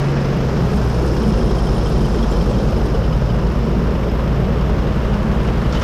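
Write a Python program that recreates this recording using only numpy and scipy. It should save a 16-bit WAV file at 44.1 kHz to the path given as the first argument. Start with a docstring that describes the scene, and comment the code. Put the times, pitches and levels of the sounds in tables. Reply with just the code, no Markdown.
"""Two diesel tractors idle in a harvested field, a few metres from a panning camera.
One slows, dips and creeps back to a steady idle, the other hunts; their exhaust tones beat together.
Shaped noise makes the rumble and the clatter, pulsing with the firings. Chain rattle, valve ticks,
husk rustle, hiss and squeaks are clicks, struck modes and filtered noise; metal clanks at the end."""
import sys
import numpy as np
from scipy import signal
from scipy.io import wavfile
from scipy.ndimage import uniform_filter1d

SR = 44100
rng = np.random.default_rng(int(sys.argv[2]) if len(sys.argv) > 2 else 0)


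def nominal_scale(level):
    """Amplitude ratio for a level in decibels (scalar or array-like)."""
    x = np.asarray(level, float) / 20
    return 10 ** x


def to_wav(s):
    """Save 16-bit WAV."""
    ch = np.atleast_2d(s).T  # columns
    pcm = np.round(np.clip(ch, -1, 1) * 32767)  # PCM
    wavfile.write(sys.argv[1], SR, pcm.astype(np.int16))


N = 257378
T = np.arange(N) / SR

STEADY_IDLE_HZ, HUNTING_IDLE_HZ = 57, 23  # firing rates
# firing strengths in order, repeating
STEADY_CYLINDERS_DB, HUNTING_CYLINDERS_DB = [3, -1.5, -1.5], [3, -3]
NEARING_FROM_S = 3.06  # the hunting tractor rolls closer from here on


def evened(x):
    """Scales to rms 1."""
    return x / np.sqrt(np.mean(x ** 2) + 1e-20)


def columns(rows, t):
    """Every column of a curve, read at times t."""
    s, *rest = np.transpose(rows)
    return [np.interp(t, s, column) for column in rest]


def read(points, hz):
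    """A spectrum read on a log-frequency axis, -100 dB beyond its ends."""
    point_hz, level_db = np.transpose(points)
    return np.interp(np.log(hz + 1), np.log(point_hz + 1), level_db, -100, -100)


def bump(hz, centre_hz, octaves):
    """A bell on the log-frequency axis, 1 at its centre."""
    return np.exp(-(np.log2((hz + 1) / centre_hz) / octaves) ** 2)


def add(mix, s, sound):
    """Mixes a sound in at time s."""
    part = mix[round(s * SR):][:len(sound)]
    part += sound[:len(part)]


def resonate(x, hz, width_hz):
    """A resonance that can glide: shifts hz down to zero, smooths twice, and shifts back."""
    turn = np.exp(2j * np.pi * np.cumsum(hz * np.ones(len(x))) / SR)
    r = np.exp(-np.pi * width_hz / SR)
    smooth = signal.lfilter([(1 - r) ** 2], [1, -2 * r, r ** 2], x / turn)
    return 2 * (turn * smooth).real


def noise(field_db, size, patchy_db):
    """Random short-time spectra shaped by field_db(hz, t), evened frame by frame, with drifting patches."""
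    frames, hz = 4 * N // size + 5, np.fft.rfftfreq(size, 1 / SR)
    a, b, patches = rng.standard_normal((frames, len(hz), 3)).T
    patches = uniform_filter1d(patches, size=9, axis=0)
    patches = evened(uniform_filter1d(patches, size=7, axis=1))
    frame_s = np.arange(frames) * size / 4 / SR
    shape = nominal_scale(field_db(hz[:, None], frame_s) + 0 * a)
    shape = shape / np.linalg.norm(shape, axis=0)  # the field sets the balance, not the loudness
    spectra = (a + 1j * b) * shape * nominal_scale(patchy_db * patches)
    return evened(signal.istft(spectra, nperseg=size, noverlap=3 * size // 4)[1][:N])


def puffs(rate_hz, depth, fall, spread_db, cylinders_db=(0,)):
    """A gate that jumps at each firing and falls over a share of the cycle; firings differ in strength."""
    turns = np.cumsum(rate_hz) / SR
    uneven_db = spread_db * rng.standard_normal(1000).clip(-2, 1.3)
    strength = nominal_scale(uneven_db + np.resize(cylinders_db, 1000))[turns.astype(int)]
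    pulse = uniform_filter1d(np.exp(-(turns % 1) / fall), size=140)
    return evened(1 + depth * strength * pulse)


# firing rate of the steady engine: start_s, firing_hz
STEADY = [(0.0, 70.3), (0.25, 69.6), (0.5, 64.5), (0.75, 61.9), (1.0, 59.4), (1.5, 56.7), (2.0, 55.7),
          (3.0, 56.7), (5.84, 57.2)]


def steady_rate(t):
    """Firing rate of the engine that slows, dips and creeps back to idle."""
    return columns(STEADY, t)[0]


# the hunting engine: start_s, firing_hz, octave_level_db
HUNTING = [(0.0, 24.0, -33), (0.45, 25.3, -30), (0.8, 23.7, -44), (1.05, 22.5, -35), (1.4, 23.4, -21),
           (1.85, 21.4, -23), (2.4, 22.9, -21), (3.0, 21.9, -26), (3.2, 22.9, -23), (3.6, 25.0, -26),
           (4.0, 24.8, -31), (4.2, 24.6, -46), (4.5, 23.9, -37), (4.8, 22.8, -28), (5.0, 22.1, -28),
           (5.45, 23.4, -26), (5.84, 22.7, -25)]


def hunting(t):
    """Firing rate of the engine that hunts up and down, and the level of its octave."""
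    return columns(HUNTING, t)


# panning camera: start_s, facing_picker (0-1), rustle_level_db
CAMERA = [(0.0, 1, -57), (0.3, 0.82, -60.5), (0.6, 0.86, -58.5), (0.9, 0.8, -53.5), (1.3, 0.78, -53),
          (2.4, 0.89, -53.5), (3.0, 0.33, -59), (3.6, 0.22, -61.5), (4.2, 0.11, -64.5), (4.8, 0.14, -65),
          (5.4, 0.11, -61), (5.84, 0.18, -58)]


def camera(t):
    """How far the camera faces the picker, and the level of the husk rustle."""
    return columns(CAMERA, t)


# thin injector hiss that drifts in pitch: start_s, centre_hz, level_db
HISS = [(0, 12000, -66), (.7, 12100, -60), (1.5, 12200, -69), (2.8, 12000, -62), (3.3, 11900, -69),
        (4.2, 12300, -64), (5.1, 12000, -70), (5.5, 11300, -74), (5.84, 11000, -62)]


def hiss():
    """A narrow band of noise spat out at each firing of the steady engine."""
    centre_hz, level_db = columns(HISS, T)
    band = evened(resonate(rng.standard_normal(N), centre_hz, width_hz=900))
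    return nominal_scale(level_db) * band * puffs(steady_rate(T), depth=2.1, fall=0.25, spread_db=1.9)


# short squeaks: start_s, level_db (before the fade in and out), pitch_hz, length_s
SQUEAKS = [(.76, -56, 9100, .03), (.76, -55, 8200, .02), (0.943, -54, 8470, .02), (1.761, -48, 9200, 0.043),
           (1.845, -52, 7960, 0.035), (2.13, -50, 7500, 0.023), (2.3, -45, 7300, 0.028),
           (2.498, -51, 7960, .03), (2.853, -50, 8720, 0.016), (4.077, -46, 5080, 0.037),
           (5.742, -60, 13250, .035), (5.716, -44, 5350, .014), (5.814, -42, 5900, .014)]


def squeaks():
    """Brief fuzzy whistles of metal rubbing metal: noise through a narrow resonance."""
    out = np.zeros(N)
    for start_s, level_db, pitch_hz, length_s in SQUEAKS:
        size = round(length_s * SR)
        whistle = evened(resonate(rng.standard_normal(4000), pitch_hz, width_hz=150))[-size:]
        add(out, start_s, nominal_scale(level_db) * whistle * np.hanning(size))
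    return out


# colour of the dry husks: frequency_hz, relative_level_db (per Hz)
RUSTLE = [(6000, -8), (7500, -5), (8300, -4), (9100, -1), (9800, -5.5), (10600, -4.5), (11500, -8),
          (12400, -10), (13500, -10), (15700, -24)]
# swishes of husks, mostly louder: centre_s, over_rustle_db, length_s
SWISHES = [(0.373, 6, .012), (0.762, 5, 0.066), (.95, 0, 0.046), (1.05, 1, .06), (1.293, 3, .03),
           (1.32, 2, 0.011), (1.44, -2, .008), (1.47, 1, .04), (1.859, 2, .01), (1.895, 2, 0.067),
           (2.052, 2, .05), (2.233, 6, 0.012), (2.32, 2, .02), (2.451, 3, .012), (2.66, 0, .06),
           (2.858, 3, .01), (4.404, 8, .01), (5.453, 5, .02), (5.521, -8, .03), (5.8, 8, .01),
           (5.825, 6, .015)]


def rustle():
    """Dry husks crackle through the picker: fine noise broken into clumps of grains, with swishes."""
    fine = noise(lambda hz, t: read(RUSTLE, hz), size=256, patchy_db=-1.0)
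    grains = (rng.random(N) < 400 / SR) * nominal_scale(3.3 * rng.exponential(1, N).clip(0, 3))  # 400 per second
    tails = signal.oaconvolve(grains, np.exp(-T[:800] / 0.004))[:N]
    clumps = evened(1.1 + evened(tails))
    swish_db = sum(db * np.exp(-((T - s) / length_s * 2) ** 2) for s, db, length_s in SWISHES)
    # the engine shakes the picker
    shaken = puffs(steady_rate(T), depth=0.45, fall=0.25, spread_db=1.5)
    return nominal_scale(camera(T)[1] + swish_db) * fine * clumps * shaken


# valve ticks: start_s, level_db, ring_hz
TICKS = [(0.3661, -35, 2830), (1.1433, -36, 2800), (1.2346, -32, 3040), (1.28, -36, 3040),
         (1.3189, -36, 3150), (1.333, -34, 2820), (1.385, -37, 2720), (1.4092, -34, 3200),
         (1.4515, -36, 3100), (1.493, -35.5, 3260), (1.5848, -33, 3110), (1.6681, -28.5, 3160),
         (1.762, -36, 3080), (1.8077, -36, 3300), (1.8587, -28, 3150), (1.957, -32.5, 3100),
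         (2.0028, -32, 3090), (2.0448, -32.5, 3050), (2.141, -34.5, 3120), (2.1859, -31.5, 3130),
         (2.2268, -28.5, 3300), (2.3216, -33, 3160), (2.36, -31, 3100), (2.4074, -29.5, 3150),
         (2.4907, -38, 3130), (2.533, -35, 3190), (2.5516, -37, 2870), (2.584, -31, 3190),
         (2.6718, -38, 3080), (2.7731, -35.5, 2950), (2.9427, -35.5, 2970), (3.037, -35.5, 3020),
         (3.1253, -32, 2990), (3.2979, -32, 2990), (3.464, -33.5, 2950), (3.5114, -38, 2610),
         (3.9474, -33.5, 2930), (4.6099, -33.5, 2790), (5.035, -35.5, 2850), (5.1312, -32.5, 2900),
         (5.4735, -33.5, 2880), (5.6466, -30.5, 2980)]
# modes of the valve cover: ratio (to ring_hz), level_db, t60_s (before each tick's stretch)
TICK_MODES = [(0.999, 4, 0.044), (1.05, -1.5, 0.033), (1.66, 6, 0.039), (2.198, -20, .02)]


def ticks():
    """Each blow, with a little contact noise, rings the valve cover; facing it brightens the upper modes."""
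    away_db, facing_db = -11.5, -6  # gain of the upper modes
    most_sag, sag_s = 0.06, 0.012  # the ring slides down by up to this share, over this time
    out, t = np.zeros(N), np.arange(3000) / SR
    for start_s, level_db, ring_hz in TICKS:
        contact = rng.standard_normal(300) * np.exp(-t[:300] / 0.0015)
        sag, stretch = most_sag * rng.random(), rng.uniform(0.9, 1.25)
        turns = ring_hz * np.cumsum(1 + sag * (np.exp(-t / sag_s) - 0.5)) / SR
        bright_db = away_db + camera(start_s)[0] * (facing_db - away_db)
        ring = np.zeros(len(t))
        for ratio, mode_db, t60_s in TICK_MODES:
            upper_db = bright_db if ratio > 1.4 else 0
            decay = nominal_scale(mode_db + upper_db - 60 * t / t60_s / stretch)
            ring += decay * np.sin(2 * np.pi * ratio * turns)
        scrape = signal.oaconvolve(ring, contact)[:len(t)]
        soft_ring = ring * (1 - np.exp(-t / 0.0028))
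        add(out, start_s, nominal_scale(level_db) * (soft_ring + 0.25 * scrape / abs(scrape).max()))
    return out


# blows on loose metal: start_s, relative_level_db, rattle_t60_s, low_modes_db, middle_modes_db
CLANKS = [(5.439, -34, 0.14, 5, 3), (5.475, -20, 0.079, 6, 3), (5.7255, -10, 0.05, 0, -4),
          (5.7315, -18, 0.15, 4, 5), (5.7445, -19, .12, 3, 2), (5.7515, -19, 0.15, 4, 7),
          (5.7635, -20, .12, 5, 2), (5.7715, -21, 0.08, 6, 8), (5.797, -22, 0.08, 3, 2),
          (5.8115, -18, 0.3, 1, 8), (5.8205, -20, 0.2, 10, 6)]
# modes of the sheet metal: pitch_hz, relative_level_db, t60_s
CLANK_MODES = [(850, -7, .01), (1350, -1, .016), (1850, -7, .009), (2200, -9, .007), (2600, -9, .008),
               (3040, -6, .018), (3420, -12, .008), (3850, -17, .007), (4460, -19, .006), (4900, -16, .007),
               (5330, -11, .012), (5900, -12.5, .009), (6500, -18, .007)]


def clanks():
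    """A crack, then a short rattle of noise, rings the wide modes of loose sheet metal."""
    (low, middle, high, crack), t = np.zeros((4, N)), np.arange(9000) / SR
    for start_s, level_db, t60_s, low_db, middle_db in CLANKS:
        envelope = nominal_scale(-60 * t / t60_s) + 0.17 * np.exp(-t / 0.0012)
        blow = nominal_scale(level_db) * envelope * rng.standard_normal(len(t))
        # each blow favours some of the modes
        add(low, start_s, nominal_scale(low_db) * blow)
        add(middle, start_s, nominal_scale(middle_db) * blow)
        add(high, start_s, blow)
        add(crack, start_s, nominal_scale(-10) * blow * np.exp(-t / 0.006))  # dry snap
    ring = np.zeros(N)
    for pitch_hz, level_db, t60_s in CLANK_MODES:
        blows = low if pitch_hz < 2700 else middle if pitch_hz < 3600 else high
        mode = nominal_scale(level_db - 60 * t / t60_s) / np.sqrt(t60_s) * np.sin(2 * np.pi * pitch_hz * t)
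        ring += nominal_scale(-51.5) * signal.oaconvolve(blows, mode)[:N]
    ring += signal.sosfilt(signal.butter(2, (1800, 5000), "band", fs=SR, output="sos"), crack)
    # heavy parts, little treble
    return signal.sosfilt(signal.butter(4, 6800, fs=SR, output="sos"), ring)


# level of the chain rattle: start_s, level_db
RATTLE = [(0, -57), (.5, -55), (.9, -52), (1.2, -45), (2.1, -49), (2.4, -52), (3.0, -50), (4.0, -55.5),
          (4.8, -59), (5.2, -74), (5.84, -58)]


def rattle():
    """Dense uneven clicks of chain links, ringing in one band and shaken by both engines."""
    struck = rng.random(N) < 1500 / SR  # 1500 clicks per second
    clicks = struck * nominal_scale(4.2 * rng.exponential(1, N).clip(0, 4)) * rng.choice([-1, 1], N)
    links = evened(resonate(clicks, 5240, width_hz=520))
    gate = puffs(steady_rate(T), depth=1.1, fall=0.25, spread_db=2.5, cylinders_db=STEADY_CYLINDERS_DB)
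    gate = gate * puffs(hunting(T)[0], depth=0.5, fall=0.25, spread_db=3)
    return nominal_scale(columns(RATTLE, T)[0]) * links * gate


# clatter colour, camera turned away: frequency_hz, relative_level_db (per Hz)
CLATTER_AWAY = [(350, -7.5), (600, -2.5), (756, -11), (1020, -6.5), (1230, -8.5), (1930, -16), (2470, -20),
                (2860, -18), (4250, -28.5), (5210, -32), (7120, -40.5), (10900, -46.5), (12100, -42),
                (15500, -48)]
# clatter colour, camera facing the picker: frequency_hz, relative_level_db (per Hz)
CLATTER_FACING = [(350, -1.5), (600, -6), (721, -5.5), (1280, -6.5), (2110, -19.5), (2510, -18),
                  (3120, -19), (4360, -21.5), (5240, -19), (6510, -27), (8000, -36.5), (10400, -54),
                  (17600, -120)]


def clatter():
    """Engine-block noise that throbs with both engines' firings and grows as one tractor rolls closer."""
    def colour_db(hz, t):
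        facing = camera(t)[0]
        power = facing * nominal_scale(2 * read(CLATTER_FACING, hz)) + (1 - facing) * nominal_scale(2 * read(CLATTER_AWAY, hz))
        # faster running brightens the clatter
        bright_db = 0.51 * (steady_rate(t) - 55.9) * bump(hz, centre_hz=2020, octaves=0.55)
        return 10 * np.log10(power) + bright_db

    block = noise(colour_db, size=512, patchy_db=0.45)
    throb = puffs(steady_rate(T), depth=0.22, fall=0.22, spread_db=2, cylinders_db=STEADY_CYLINDERS_DB)
    throb = throb * puffs(hunting(T)[0], depth=0.36, fall=0.24, spread_db=2.5,
                          cylinders_db=HUNTING_CYLINDERS_DB)
    nearing_db = 1.16 * np.maximum(T - NEARING_FROM_S, 0)  # dB per second
    level_db = -32 + 1.97 * camera(T)[0] + nearing_db
    return nominal_scale(level_db) * block * throb


# colour of the exhaust rumble: frequency_hz, relative_level_db (per Hz)
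RUMBLE = [(22, -23), (31, -13), (37, -7), (45, -4.5), (57, -6), (72, -2.5), (85, -3.5), (108, -6), (130, 1),
          (160, -3), (180, -3.5), (232, -2.5), (242, -12.5), (285, -11), (410, -8.5), (490, -10),
          (640, -19), (1000, -25), (1800, -44.5)]


def rumble():
    """Combustion roar from the pipes, pulsing with the firings; faster running thins its depth."""
    def colour_db(hz, t):
        # the deep end thins as the steady engine runs faster, and by 3 dB when the camera faces the picker
        thin_db = 0.33 * (steady_rate(t) - STEADY_IDLE_HZ) + 3 * camera(t)[0]
        deep = 1 / (1 + (hz / 165) ** 6)
        # the nearing tractor's pipe booms more, in dB per second
        boom_db = 1.06 * np.maximum(t - NEARING_FROM_S, 0) * bump(hz, centre_hz=227, octaves=0.34)
        return read(RUMBLE, hz) - thin_db * deep + boom_db

    roar = noise(colour_db, size=4096, patchy_db=1.12)
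    strokes = puffs(steady_rate(T), depth=0.3, fall=0.2, spread_db=1.5, cylinders_db=STEADY_CYLINDERS_DB)
    strokes = strokes * puffs(hunting(T)[0], depth=0.12, fall=0.3, spread_db=1.5,
                              cylinders_db=HUNTING_CYLINDERS_DB)
    level_db = -20 + 1.43 * camera(T)[0] - 0.2 * (steady_rate(T) - STEADY_IDLE_HZ)
    return nominal_scale(level_db) * roar * strokes


def exhaust(firing_hz, idle_hz, orders, waver_db, slip):
    """Orders of the firing rate as tones; uneven firing makes level and phase waver on the high orders."""
    angle, out = 2 * np.pi * np.cumsum(firing_hz) / SR, np.zeros(N)
    for order, idle_db, db_per_hz in orders:
        # random curves with 11 points per second
        waver, drift = (np.interp(T, np.arange(70) / 11, row) for row in rng.standard_normal((2, 70)))
        # before the waver, the pipe lets no order grow past -18 dB
        level_db = np.minimum(idle_db + db_per_hz * (firing_hz - idle_hz), -18)
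        level_db = level_db + waver_db * order ** 2 * waver
        phase = order * angle + slip * (order - 1) * drift + 2 * np.pi * rng.random()
        out += nominal_scale(level_db) * np.sqrt(2) * np.sin(phase)
    return out


# orders of the steady engine, which fires three times a turn; the pipe favours some speeds:
# multiple (of the firing rate), idle_level_db, rise_db_per_hz (of firing rate above idle)
STEADY_ORDERS = [(1, -20.7, 0), (2, -30.5, .9), (7 / 3, -38, .8), (8 / 3, -34, .9), (3, -36, 0.7),
                 (10 / 3, -39, 0), (11 / 3, -39, 0), (4, -40, 0)]
# steady orders that fade at high speed: multiple -> above_firing_hz, fall_db_per_hz
FADING = {1: (62, 1.4), 7 / 3: (66.5, 5), 8 / 3: (67, 4), 3: (67, 2)}
# orders of the hunting engine: multiple, idle_level_db, rise_db_per_hz
HUNTING_ORDERS = [(1, -35, 0), (3 / 2, -36.5, 1.5), (3, -33.5, 0), (4, -39, 0), (5, -36, 0),
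                  (11 / 2, -38, 1.5), (6, -38, 0), (13 / 2, -34.5, 0), (7, -38, 0), (15 / 2, -39, 0),
                  (9, -39, 0), (10, -41, 0)]


def engines():
    """The exhaust notes of both tractors, whose close orders beat."""
    steady_hz = steady_rate(T)
    hunting_hz, octave_db = hunting(T)
    steady_orders = []
    for order, idle_db, db_per_hz in STEADY_ORDERS:
        edge_hz, fall_db_per_hz = FADING.get(order, (0, 0))
        faded_db = idle_db - fall_db_per_hz * np.maximum(steady_hz - edge_hz, 0)
        steady_orders.append((order, faded_db, db_per_hz))
    hunting_orders = HUNTING_ORDERS + [(2, octave_db, 0)]
    steady = exhaust(steady_hz, STEADY_IDLE_HZ, steady_orders, waver_db=0.15, slip=0.15)
    return steady + exhaust(hunting_hz, HUNTING_IDLE_HZ, hunting_orders, waver_db=0.04, slip=0.1)


def scene():
    """Both engines and the machinery, in one channel."""
    machinery = hiss() + squeaks() + rustle() + ticks() + clanks() + rattle()
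    return (machinery + clatter() + rumble() + engines())[None]


def top_cut(x):
    """Nothing passes above the cut-off."""
    return signal.sosfilt(signal.butter(12, 15610, fs=SR, output="sos"), x)


def record(dry):
    """Softly squeezes the loudest peaks and finishes the mix."""
    squeezed = 0.76 * np.tanh(dry / 0.72)
    return top_cut(squeezed)


dry = scene()
out = record(dry)
to_wav(out)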